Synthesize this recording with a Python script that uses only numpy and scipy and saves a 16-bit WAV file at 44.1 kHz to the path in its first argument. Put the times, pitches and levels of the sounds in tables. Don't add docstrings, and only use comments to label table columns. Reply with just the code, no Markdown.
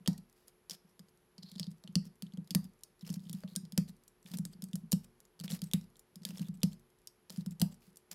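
import sys
import numpy as np
from scipy import signal
from scipy.fft import rfft, irfft, next_fast_len
from scipy.io import wavfile
from scipy.ndimage import uniform_filter1d

SR = 44100
rng = np.random.default_rng(int(sys.argv[2]) if len(sys.argv) > 2 else 0)


def wrap_up_sound(samples):
    columns = np.atleast_2d(samples).T
    tamed = np.clip(columns, -1, 1)
    steps = np.round(tamed * 32767).astype(np.int16)
    wavfile.write(sys.argv[1], SR, steps)


def nominal_scale(level):
    x = np.asarray(level, float) / 20
    return 10 ** x


N = 358974


def evened(x):
    return x / np.sqrt(np.mean(x ** 2) + 1e-20)


def early(x):
    return x / np.sqrt(np.mean(x[:SR // 333] ** 2))


def read(points, hz):
    f, value = np.transpose(points)
    return np.interp(np.log(hz + 1), np.log(f + 1), value)


def add(mix, s, sound):
    part = mix[round(s * SR):][:len(sound)]
    part += sound[:len(part)]


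def coloured(x, points):
    hz = np.fft.rfftfreq(len(x), 1 / SR)
    return irfft(rfft(x) * nominal_scale(read(points, hz)), len(x))


def resonate(x, hz, width_hz):
    turn = np.exp(2j * np.pi * np.cumsum(hz * np.ones(len(x))) / SR)
    r = np.exp(-np.pi * width_hz / SR)
    return 2 * (turn * signal.lfilter([1 - r], [1, -r], x / turn)).real


def resonate_twice(x, hz, width_hz):
    return resonate(resonate(x, hz, width_hz), hz, width_hz)


def band(x, lo_hz, hi_hz):
    return signal.sosfilt(signal.butter(2, [lo_hz, hi_hz], "band", fs=SR, output="sos"), x)


def dying_note(t, hz, db, t60_s, late_s=0):
    return nominal_scale(db - 60 * t / t60_s) * np.sin(2 * np.pi * hz * (t - late_s))


# [f/Hz, level/dB, t60/s]
KNOCK_MODES = [(512.6, 6.5, 0.029), (635, -4.5, 0.061), (898, -1.5, 0.02), (1890, 9, 0.0062)]


def tick(db, hz, bright_db, knock_db, noise):
    t = np.arange(len(noise)) / SR
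    rattle_s = 0.00087 + 0.000017 * np.clip(db + 63, 0, 50)
    decay = np.exp(-(t / rattle_s) ** 2.5) + nominal_scale(-5) * np.exp(-t / 0.0037)
    burst = noise * decay * (1 - np.exp(-t / 0.0001))
    burst[8] = nominal_scale(12)

    bounce_s = 0.0006 * (1 + 0.13 * noise[0])
    bounce = 1 + nominal_scale(-8) * np.exp(-2j * np.pi * np.fft.rfftfreq(len(t), 1 / SR) * bounce_s)
    z = rfft(burst)
    flat = z / np.sqrt(uniform_filter1d(abs(z) ** 2, size=60))
    burst = irfft(bounce * flat) * (t < t[-1] / 2)

    body_lo_hz = np.clip(hz - 1700 - 40 * (db + 46.5), 2900, 4200)
    body = early(band(burst, body_lo_hz, 8920))
    shell = early(early(resonate_twice(burst, hz, 1300)) + nominal_scale(9.5 + 0.5 * bright_db) * body)
    socket = early(resonate_twice(burst, 3420, 1000))
    socket_db = -21.5 + 0.65 * knock_db + 0.071 * (db + 54.5)
    shell = early(shell + nominal_scale(socket_db) * socket)

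    snap = early(band(burst, 6740, 12860))
    steel = sum(dying_note(t, *mode) for mode in KNOCK_MODES)
    knock = early(early(band(burst, 520, 1900)) + nominal_scale(-1) * steel)
    return nominal_scale(db) * early(shell + nominal_scale(bright_db) * snap + nominal_scale(knock_db - 4) * knock)


# [t/s, level/dB, ring f/Hz, brightness/dB, hollow knock/dB]
CAP_POPS = [
    (.0757, -28, 4900, -9, -4.5),
    (1.9545, -26.5, 4950, -24, -13.5),
    (2.5489, -26.5, 5250, -1.5, -5),
    (3.7769, -28, 5730, -3.5, -7),
    (4.9278, -29, 5620, -1, -7.5),
    (5.7349, -27.5, 3910, -3, -9.5),
    (6.632, -28, 5080, -6, -10.5),
    (7.616, -26.5, 4850, -2, -6),
]
# [t/s, level/dB, ring f/Hz, brightness/dB, hollow knock/dB]
RIM_SNAPS = [(0.0605, -45, 3180, -36, -5), (0.6969, -39.5, 5560, -11, -12.5), (0.7092, -38, 5300, -19, -23),
             (0.7158, -44, 5300, -15, -21), (0.731, -53, 5200, -12, -20), (0.7347, -53, 5310, -13, -21),
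             (.7442, -62, 5300, -10, -15), (.7488, -57, 4300, -14, -16), (1.5966, -35.5, 5060, -13, -14),
             (1.63, -40.5, 4380, -77, -23), (2.2226, -42.5, 4770, -5, -9.5),
             (2.5073, -36.5, 5040, -6.5, -16), (2.8352, -44, 8910, -2, -35), (3.1019, -45, 5800, -6, -12),
             (3.139, -53, 5800, -3, -12), (3.141, -44, 5200, -6, -12), (3.3296, -43, 10200, 8, -7),
             (3.4359, -50.5, 4500, -32, 9), (3.5613, -30, 8700, -10, -23), (4.3859, -42, 8000, -0.5, -6),
             (4.452, -40, 8200, -5, -9), (4.7555, -41, 9150, 0, -6.5), (4.919, -28.5, 7500, 0, -15),
             (5.519, -40.5, 4560, -12, -7), (5.6178, -41.5, 4700, -5, -10), (6.2511, -33, 4300, -8, -14),
             (6.373, -49.5, 5540, -13, -2), (6.382, -49, 3750, -5, -9), (7.0725, -43.5, 6000, -1, -28),
             (7.5979, -43, 8300, -7.5, -34), (7.6047, -48.5, 4000, -1, -1), (8.1144, -42, 7650, -5.5, -9)]
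# [t/s, level/dB, ring f/Hz]
WIRE_SLIPS = [(1.3812, -51.5, 4900), (1.4317, -50, 4900), (1.4898, -62, 4300), (1.5595, -52, 4240),
              (1.5819, -53, 4500), (1.5911, -62, 4120), (1.6415, -51, 4570), (1.6679, -53, 4400),
              (1.8755, -49.5, 3426), (2.2665, -59.5, 3460), (2.322, -63, 3380), (3.01, -57.5, 4900),
              (3.049, -60, 2930), (3.0644, -56, 5470), (3.269, -62, 3490), (3.334, -54, 3360),
              (3.4772, -58, 3400), (3.4848, -64, 3450), (4.2619, -54.5, 2860), (5.4791, -45, 3140),
              (5.5246, -46, 7330), (6.358, -58, 2900), (6.427, -58, 2500), (6.6175, -58, 3380),
              (6.722, -64, 3280), (7.2973, -48, 4900), (7.3735, -53.5, 9100)]
# [t/s, level/dB, ring f/Hz]
KEY_KNOCKS = [(.481, -52.5, 9300), (.9935, -53.5, 4900), (2.3732, -56, 3550), (3.0757, -50.5, 5260),
              (3.0921, -49.5, 3300), (3.1282, -52, 9600), (3.5535, -50.5, 4600), (4.3372, -48.5, 3400),
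              (5.2032, -56, 7200), (5.4107, -51.5, 4400), (5.4376, -51.5, 5400), (5.5115, -42, 9300),
              (5.5334, -50, 5830), (6.3062, -51, 3120), (6.3947, -48, 4000), (6.4176, -52, 5630),
              (6.4848, -55, 5550), (7.3026, -44.5, 4860), (7.3233, -55, 7580), (7.3361, -67, 8740),
              (7.4616, -47, 5100)]
# [t/s, level/dB, ring f/Hz]
WIRE_TAPS = [(.1796, -54, 8200), (1.5161, -51.5, 4330), (2.4746, -59, 4500), (2.5141, -52, 5100),
             (2.6428, -56.5, 9500), (3.0676, -57, 3000), (3.2956, -45.5, 4900), (3.722, -47, 4840),
             (4.0792, -55.5, 8050), (4.3156, -50.5, 4900), (4.3716, -44.5, 9500), (4.6216, -44, 5400),
             (4.64, -45, 8300), (4.7322, -47, 3460), (4.9151, -51.5, 9000), (5.3998, -44.5, 4550),
             (5.4925, -55, 3060), (5.503, -43.5, 3300), (5.5155, -62, 4550), (5.5383, -48, 4520),
             (5.5484, -49, 7400), (5.5636, -58, 4480), (5.6407, -48, 6450), (5.7133, -49, 3400),
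             (5.9939, -54, 7240), (6.1571, -49.5, 5300), (6.289, -49, 4820), (6.7307, -55.5, 4560),
             (7.9587, -58.5, 7330), (7.9707, -50.5, 9200)]
# [t/s, level/dB, ring f/Hz]
LIGHT_GRAZES = [(.1312, -54, 5470), (.2906, -85, 7000), (1.0852, -66.5, 4740), (1.4464, -78, 4080),
                (1.5402, -66, 4220), (1.5547, -56, 4100), (1.7148, -60, 9300), (1.8383, -54, 4640),
                (2.0535, -58, 9200), (2.3364, -58.5, 4650), (3.1948, -63, 4000), (3.24, -66, 5000),
                (3.3495, -59, 4650), (3.6519, -57, 4760), (3.8876, -57, 8200), (4.228, -63.5, 7500),
                (4.2755, -59, 9470), (4.533, -58, 4800), (4.6864, -63, 8270), (5.252, -61.5, 7060),
                (5.3928, -55.5, 5040), (5.591, -56, 4660), (5.6367, -55, 5680), (5.812, -58, 5240),
                (5.9567, -63, 3920), (6.2334, -56, 5100), (7.361, -53, 4660), (7.4091, -56, 4500),
                (7.7229, -64, 4500), (7.7426, -60, 8970)]
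# [t/s, level/dB, ring f/Hz]
HAND_RUSTLES = [(.2974, -67, 6020), (.3274, -66, 11300), (.8937, -74, 8000), (1.0918, -70, 9050),
                (1.174, -70, 8750), (1.4974, -65, 7000), (1.7064, -66, 9000), (1.7734, -75, 9330),
                (1.7824, -72, 6050), (1.926, -70, 6500), (2.156, -70.5, 7540), (2.4446, -70.5, 5300),
                (2.6944, -77, 7800), (2.7356, -72, 7050), (2.7909, -73, 7270), (2.8088, -71, 9000),
                (2.9938, -68, 5010), (3.2033, -65, 5040), (3.2534, -64, 3400), (3.2888, -65, 4300),
                (3.312, -62, 4500), (3.4054, -62, 8000), (3.9017, -66, 7000), (3.9664, -70, 8800),
                (4.0365, -65, 7340), (4.2444, -71, 7520), (4.2578, -63, 6000), (4.7128, -70, 7000),
                (5.045, -58, 7560), (5.192, -87, 11700), (5.7245, -66, 7100), (5.9015, -73, 9270),
                (5.9675, -62, 7430), (6.2202, -64.5, 4280), (6.468, -67, 8000), (6.573, -67, 9500),
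                (6.605, -70, 7000), (6.622, -81, 9000), (6.7414, -69, 8360), (6.7955, -67, 7500),
                (6.902, -71, 8600), (6.987, -72, 7650), (7.0174, -73, 9100), (7.5088, -54.5, 7480),
                (7.8067, -74, 7040), (7.8674, -71, 8700), (7.9034, -71, 9000), (7.9294, -73, 8430)]


def ticks():
    kinds = [  # table, brightness/dB, hollow knock/dB
        (WIRE_SLIPS, -21, -9.5),
        (KEY_KNOCKS, 4.5, -3.5),
        (WIRE_TAPS, 4.5, -10.5),
        (LIGHT_GRAZES, -5, -5),
        (HAND_RUSTLES, 2, -16.5)]
    rows = CAP_POPS + RIM_SNAPS
    for table, bright_db, knock_db in kinds:
        for s, db, hz in table:
            dulling_db = 17 * min(np.log2(hz / 7000), 0)
            rows = rows + [(s, db, hz, bright_db + dulling_db, knock_db)]
    out = np.zeros(N)
    noise = rng.standard_normal((len(rows), 2048))
    for (s, *colour), burst in zip(rows, noise):
        add(out, s, tick(*colour, burst))
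    return out


# [f/Hz, level/dB per Hz]
SLIDE_COLOUR = [(290, -34), (500, -10), (678, -16), (1360, -18), (2930, -14.5), (6700, -15.5),
                (7750, -17.5), (13300, -15.5), (16000, -24.5)]


def drag(length_s, db, hz, ring_db, swell_db, chance):
    grains_per_s, spread_db, clump_db = 12000, 2.5, 2.5
    hit, size, sign, slow, drift = chance
    grains = (hit < grains_per_s / SR) * nominal_scale(-spread_db * np.log(size + 0.03)) * np.sign(sign - 0.5)
    grains *= nominal_scale(clump_db * evened(uniform_filter1d(slow - 0.5, 150)))
    ring_hz = hz * (1 + 0.035 * evened(uniform_filter1d(drift - 0.5, 500)))
    ring = evened(resonate_twice(grains, ring_hz, 1000))
    sound = evened(coloured(grains, SLIDE_COLOUR)) + nominal_scale(ring_db) * ring
    length = round(np.clip(length_s, 0.005, 0.14) * SR)
    swell = nominal_scale(swell_db * np.linspace(-0.5, 0.5, length))
    return nominal_scale(db) * evened(sound)[:length] * signal.windows.tukey(length, 0.4) * swell


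# [t/s, length/s, level/dB]
ROUGH_RASPS = [(0.09, .074, -76), (0.341, 0.14, -78.5), (0.697, 0.063, -56.5), (3.04, 0.16, -65),
               (3.154, 0.016, -60.5), (3.2, 0.18, -75), (3.325, 0.14, -68.5), (4.248, 0.23, -66),
               (4.334, 0.028, -52.5), (5.435, 0.032, -54), (5.49, 0.094, -53), (6.257, 0.073, -61),
               (6.314, 0.15, -64.5), (6.41, 0.031, -62), (7.299, 0.17, -64.5), (7.803, 0.11, -73),
               (8.11, 0.027, -53)]
# [t/s, length/s, level/dB, ring f/Hz]
SHELL_RUBS = [(0.469, 0.032, -68, 10000), (0.87, 0.068, -80.5, 5340), (1.559, 0.098, -74, 4470),
              (1.708, 0.023, -70, 8100), (3.009, 0.024, -63.5, 3600), (3.061, 0.03, -62.5, 5060),
              (3.091, .04, -65, 5300), (3.207, 0.16, -82, 4470), (3.475, 0.076, -68.5, 4300),
              (4.512, 0.035, -70, 8100), (5.647, 0.05, -66, 8440), (6.435, 0.066, -66, 3500),
              (6.538, 0.023, -66.5, 8060), (7.512, 0.019, -62.5, 7640), (7.96, 0.047, -78, 7900)]
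# [t/s, length/s, level/dB, ring f/Hz, landing/dB]
TRAY_SETTLES = [
    (0.174, 0.014, -63, 4600, -45.5),
    (2.037, 0.046, -67, 5540, -44.5),
    (2.629, 0.033, -65.5, 4900, -42),
    (3.875, 0.026, -62.5, 4300, -44.5),
    (5.032, 0.021, -64, 8500, -59),
    (5.814, 0.0366, -73.5, 5100, -48),
    (6.711, 0.029, -66, 7500, -47.5),
    (7.708, 0.026, -65, 7800, -52.5),
]
# [t/s, length/s, level/dB, ring f/Hz]
WIRE_SQUEAKS = [
    (1.382, .014, -68, 5000),
    (1.423, .016, -59, 4400),
    (1.431, .135, -66.5, 4300),
    (1.484, .014, -60, 4400),
    (1.566, .125, -66, 4600),
]


def drags():
    rows = [(*row, 4900, -13, -8) for row in ROUGH_RASPS]
    rows += [(*row, -2.5, -6) for row in SHELL_RUBS]
    rows += [(*row[:4], -6, 5) for row in TRAY_SETTLES]
    rows += [(*row, 12, -8) for row in WIRE_SQUEAKS]
    out = np.zeros(N)
    for s, *stroke in rows:
        add(out, s, drag(*stroke, rng.random((5, SR // 7))))
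    return out


# [t/s, level/dB, f/Hz]
FREE_CLACKS = [(0.077, -51, 915), (0.076, -58, 1885), (0.145, -64, 1885), (.71, -60, 5313),
               (1.38, -59, 4500), (1.597, -59, 636), (1.598, -60, 5700), (1.84, -62, 630),
               (2.026, -69, 1885), (2.374, -54, 493), (2.838, -67, 4640), (3.091, -56, 420),
               (3.4365, -49, 624), (3.565, -57.5, 1590), (4.733, -55.5, 9000), (6.253, -57, 1730),
               (6.254, -58, 3750), (6.395, -67, 1610), (7.074, -60, 4877), (7.074, -56, 5550),
               (7.6053, -65, 640), (7.617, -41.5, 685)]


def clacks():
    t = np.arange(SR // 5) / SR
    out = np.zeros(N)
    for s, db, hz in FREE_CLACKS:
        add(out, s, dying_note(t, hz, db, 0.079))
    return out


# [f/Hz, level/dB, t60/s]
PLATE_MODES = [(1885, 6.5, .12), (3140, -7.5, 0.11), (3750, 4, 0.18), (4300, -5, .09), (4530, 2.5, 0.12),
               (4870, -3, 0.03), (5600, -3.5, 0.12), (5670, 5, .12), (7560, 0.5, 0.045)]


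def plate(x):
    t = np.arange(SR // 6) / SR
    ring = sum(dying_note(t, *mode) for mode in PLATE_MODES)
    return signal.oaconvolve(x, ring / np.linalg.norm(ring))[:N]


# [t/s, strength/dB, lean to upper modes/dB, tray/dB]
DESK_HEAVES = [(0.0765, -22, -0.3, 8), (1.5998, -34.5, -6, -12), (1.6721, -34.5, -3, -6),
               (1.9554, -22.5, -1, -22), (1.9724, -33, 1, -1), (2.3775, -33.5, -2.5, 9.5),
               (2.5496, -21.5, 0.3, 1), (3.097, -30.5, -4, 8.5), (3.1639, -35, 1.5, 4),
               (3.339, -34.5, 3.5, -10), (3.4404, -36.5, 3.5, -10), (3.564, -36, 4.5, 7),
               (3.7763, -21, -0.5, -3), (4.3341, -35.5, 2.5, 3), (4.3905, -28.5, -2.5, -16),
               (4.6278, -40, 10, 0), (4.735, -29.5, -1, -10), (4.9272, -21, 1, -19), (5.4397, -38.5, 5, 5),
               (5.5248, -32, 4.5, -10), (5.621, -31.5, -4, 1), (5.7353, -22.5, -1, -22),
               (6.4028, -29, -2.5, 7), (6.487, -32.5, -4.5, -15), (6.632, -20.5, -0.5, -4),
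               (7.3767, -30, -2, 2), (7.4648, -31.5, 0.5, -12), (7.617, -21, 0.5, 2)]
# [t/s, strength/dB, lean to upper modes/dB, tray/dB]
SOFTER_HEAVES = [(1.5569, -43.5, 10, -5), (1.634, -55, -1, -5), (1.887, -42, -1, -2),
                 (2.226, -39.5, 8.5, -2), (2.2557, -44.5, 3, 0), (2.334, -41.5, 5, -5),
                 (2.5061, -38, 1.5, 14), (3.025, -40, -5, -14), (3.2579, -42.5, -2, -6),
                 (3.2939, -38.5, -11, 8), (3.6293, -39.5, -6, -5), (3.7263, -41, 3, -5),
                 (4.3063, -44, -10, 11), (4.3514, -39.5, 5, -2), (4.45, -39.5, -10, 11),
                 (4.8314, -42, 3.5, -10), (4.8446, -44.5, 1, .1), (4.9673, -48, 14, -2),
                 (5.4022, -40, -11.5, 7), (5.5007, -38, -9, -3), (5.5589, -44, 9, 0),
                 (6.255, -45.5, 11.5, -4), (6.2903, -38.5, 0.5, 7), (6.3252, -44.5, 7, .1),
                 (6.336, -44.5, -5.3, .1), (6.389, -42, -1, -3), (6.545, -44, -5, -6), (7.514, -40, -2, -4),
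                 (7.599, -38, -11, 6)]
# [t/s, strength/dB]
FINGER_NUDGES = [(.002, -52.5), (0.7091, -52.5), (0.843, -59), (0.9947, -49.5), (1.3815, -48), (1.435, -46),
                 (1.517, -48.5), (1.7275, -54), (1.8418, -47), (3.061, -53), (3.228, -49), (3.516, -47.5),
                 (4.248, -50), (4.4891, -47), (4.546, -49.5), (4.5853, -47.5), (4.6871, -49),
                 (6.159, -46.5), (6.2092, -46.5), (6.5794, -46), (7.299, -49), (7.332, -51), (7.873, -55.5),
                 (8.114, -56)]


def jolts():
    light = FINGER_NUDGES + [(s + length / 2, db) for s, length, *_, db in TRAY_SETTLES]
    blows, lean_db, tray_db = np.zeros((3, N))
    for s, db, lean, tray in DESK_HEAVES + SOFTER_HEAVES + [(*row, 0, 0) for row in light]:
        add(blows, s, np.array([nominal_scale(db)]))
        add(lean_db, s, np.array([lean]))
        add(tray_db, s, np.array([tray]))
    return blows, lean_db, tray_db


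# [f/Hz, level/dB, t60/s, travel/ms (negative = against the blow)]
DESK_MODES = [(139.4, -17.5, .27, -2.85), (161.7, -3.2, .19, -1.3), (189.8, 1.9, .16, .97),
              (212.9, -10.6, .2, 1.39)]
# [f/Hz, level/dB, t60/s]
SWAY_MODES = [(92.1, -30, 0.44), (135, -32, 0.54), (234.6, -29.5, 0.54), (497, -26, 0.092),
              (915, -51.5, 0.12), (1244, -46.5, 0.18), (1885, -51.5, 0.081)]
# [f/Hz, level/dB, t60/s]
TRAY_MODE = (285.6, -14.5, 0.095)
# [f/Hz, level/dB, t60/s]
ROCKING_MODE = (35, -34.5, 0.7)
# [f/Hz, level/dB, t60/s]
LEG_MODE = (95, -22, .2)


def desk():
    t = np.arange(SR // 2) / SR
    blows, lean_db, tray_db = jolts()
    popped = blows > nominal_scale(-26)
    modes = [np.sign(ms) * dying_note(t, hz, db, t60, abs(ms) / 1000) for hz, db, t60, ms in DESK_MODES]
    push = 1 - np.exp(-(t / 0.00556) ** 2)
    snap = 1 - np.exp(-(t / 0.007) ** 5)
    snap = snap * nominal_scale(-40 * np.maximum(t - 0.06, 0))

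    sway = sum(dying_note(t, *mode) for mode in SWAY_MODES)
    ring = signal.fftconvolve(blows * popped, sway)
    for pair, side in ((modes[0] + modes[1], -0.5), (modes[2] + modes[3], 0.5)):
        leaning = blows * nominal_scale(side * lean_db)
        ring += signal.fftconvolve(leaning * ~popped, pair * push)
        ring += signal.fftconvolve(leaning * popped, pair * snap)

    drum = dying_note(t, *TRAY_MODE) * (1 - np.exp(-t / 0.026))
    ring += signal.fftconvolve(blows * nominal_scale(tray_db), drum)
    ring += signal.fftconvolve(blows * ~popped, dying_note(t, *LEG_MODE) * push)

    rocking = dying_note(t, *ROCKING_MODE) * (1 - np.exp(-t / 0.075))
    rocking_blows = blows * nominal_scale(2.8 * ~popped)
    return band(ring[:N], 55, 4000) + signal.fftconvolve(rocking_blows, rocking)[:N]


def blurred(x):
    wander_hz = 450 * evened(uniform_filter1d(rng.standard_normal(N), size=30))
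    turn = np.exp(2j * np.pi * np.cumsum(wander_hz) / SR)
    return (signal.hilbert(x, next_fast_len(N))[:N] * turn).real


# [f/Hz, t60/s]
ROOM_T60 = [(400, 0.48), (1500, 0.17), (4800, 0.29), (9000, 0.19), (15000, 0.26)]
# [f/Hz, level/dB]
WALL_COLOUR = [(500, 5.5), (2500, 0.5), (3600, -7), (5000, -1.5), (6500, -4.5), (9500, -0.5), (15000, -1.5)]


def room(x):
    length = SR // 3
    out = np.zeros(N)
    for k in range(3):
        echoes = np.zeros(length)
        at = np.arange(120, length - 20, 20)
        echoes[at + rng.integers(0, 20, len(at))] = rng.choice([-1., 1.], len(at))
        hz, t, z = signal.stft(echoes, SR, nperseg=128)
        decay = nominal_scale(-60 * t / read(ROOM_T60, hz)[:, None])
        tail = signal.istft(z * decay, SR, nperseg=128)[1]
        share = np.cos(np.pi * (7 * np.arange(N) / SR + k / 3)) * np.sqrt(2 / 3)
        out += signal.fftconvolve(x * share, tail / np.linalg.norm(tail))[:N]
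    return coloured(out, WALL_COLOUR)


# [f/Hz, level/dB per Hz]
HISS_COLOUR = [(22, -27), (38, -6), (70, -14.5), (187, -7), (300, -15.5), (400, -11.5), (650, -19.5),
               (900, -18.5), (5000, -31), (9300, -37.5), (10300, -26.5), (11600, -23), (12300, -40.5),
               (16500, -43)]
# [f/Hz, level/dB]
HUM_LINES = [(360.5, -78.5), (436, -84), (11210, -100)]


def air():
    t = np.arange(N) / SR
    out = nominal_scale(-72.5) * evened(coloured(rng.standard_normal(N), HISS_COLOUR))
    for hz, db in HUM_LINES:
        waver = evened(uniform_filter1d(rng.standard_normal(N), 4000))
        out += np.sqrt(2) * nominal_scale(db + 1.9 * waver) * np.sin(2 * np.pi * hz * t + 0.076 * waver)
    return out


def scene():
    contacts = ticks() + drags()
    near = contacts + nominal_scale(-30) * plate(contacts) + clacks()
    walls = room(band(blurred(near), 600, 15000))
    return (near + nominal_scale(-14) * walls + desk() + air())[None]


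GATE_EDGES_HZ = [12100, 12800, 13500, 14200, 15000, 15900, 16800, 22100]
GATE_OPENS_DB = [3.2, 3.2, 3, 2.5, 1.5, 12, 99]


def treble_gate(x):
    hz, _, z = signal.stft(x, SR, nperseg=2048, noverlap=1024)
    gain = np.ones(z.shape)
    hiss_db = None
    for lo, hi, opens_db in zip(GATE_EDGES_HZ, GATE_EDGES_HZ[1:], GATE_OPENS_DB):
        rows = (hz >= lo) & (hz < hi)
        level_db = 10 * np.log10(np.mean(abs(z[rows]) ** 2, axis=0) + 1e-20)
        if hiss_db is None:
            hiss_db = np.percentile(level_db, 12)
        gain[rows] = np.where(level_db > hiss_db + opens_db, 1, nominal_scale(-32))
    return signal.istft(z * gain, SR, nperseg=2048, noverlap=1024)[1][:N]


def top_cut(x):
    return signal.sosfilt(signal.butter(12, 16870, fs=SR, output="sos"), x)


def record(dry):
    edge = signal.firwin(63, 16300, fs=SR)
    rolled_off = signal.oaconvolve(dry[0], edge, "same")
    mix = treble_gate(rolled_off)[None]
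    return top_cut(mix)


dry = scene()
out = record(dry)
wrap_up_sound(out)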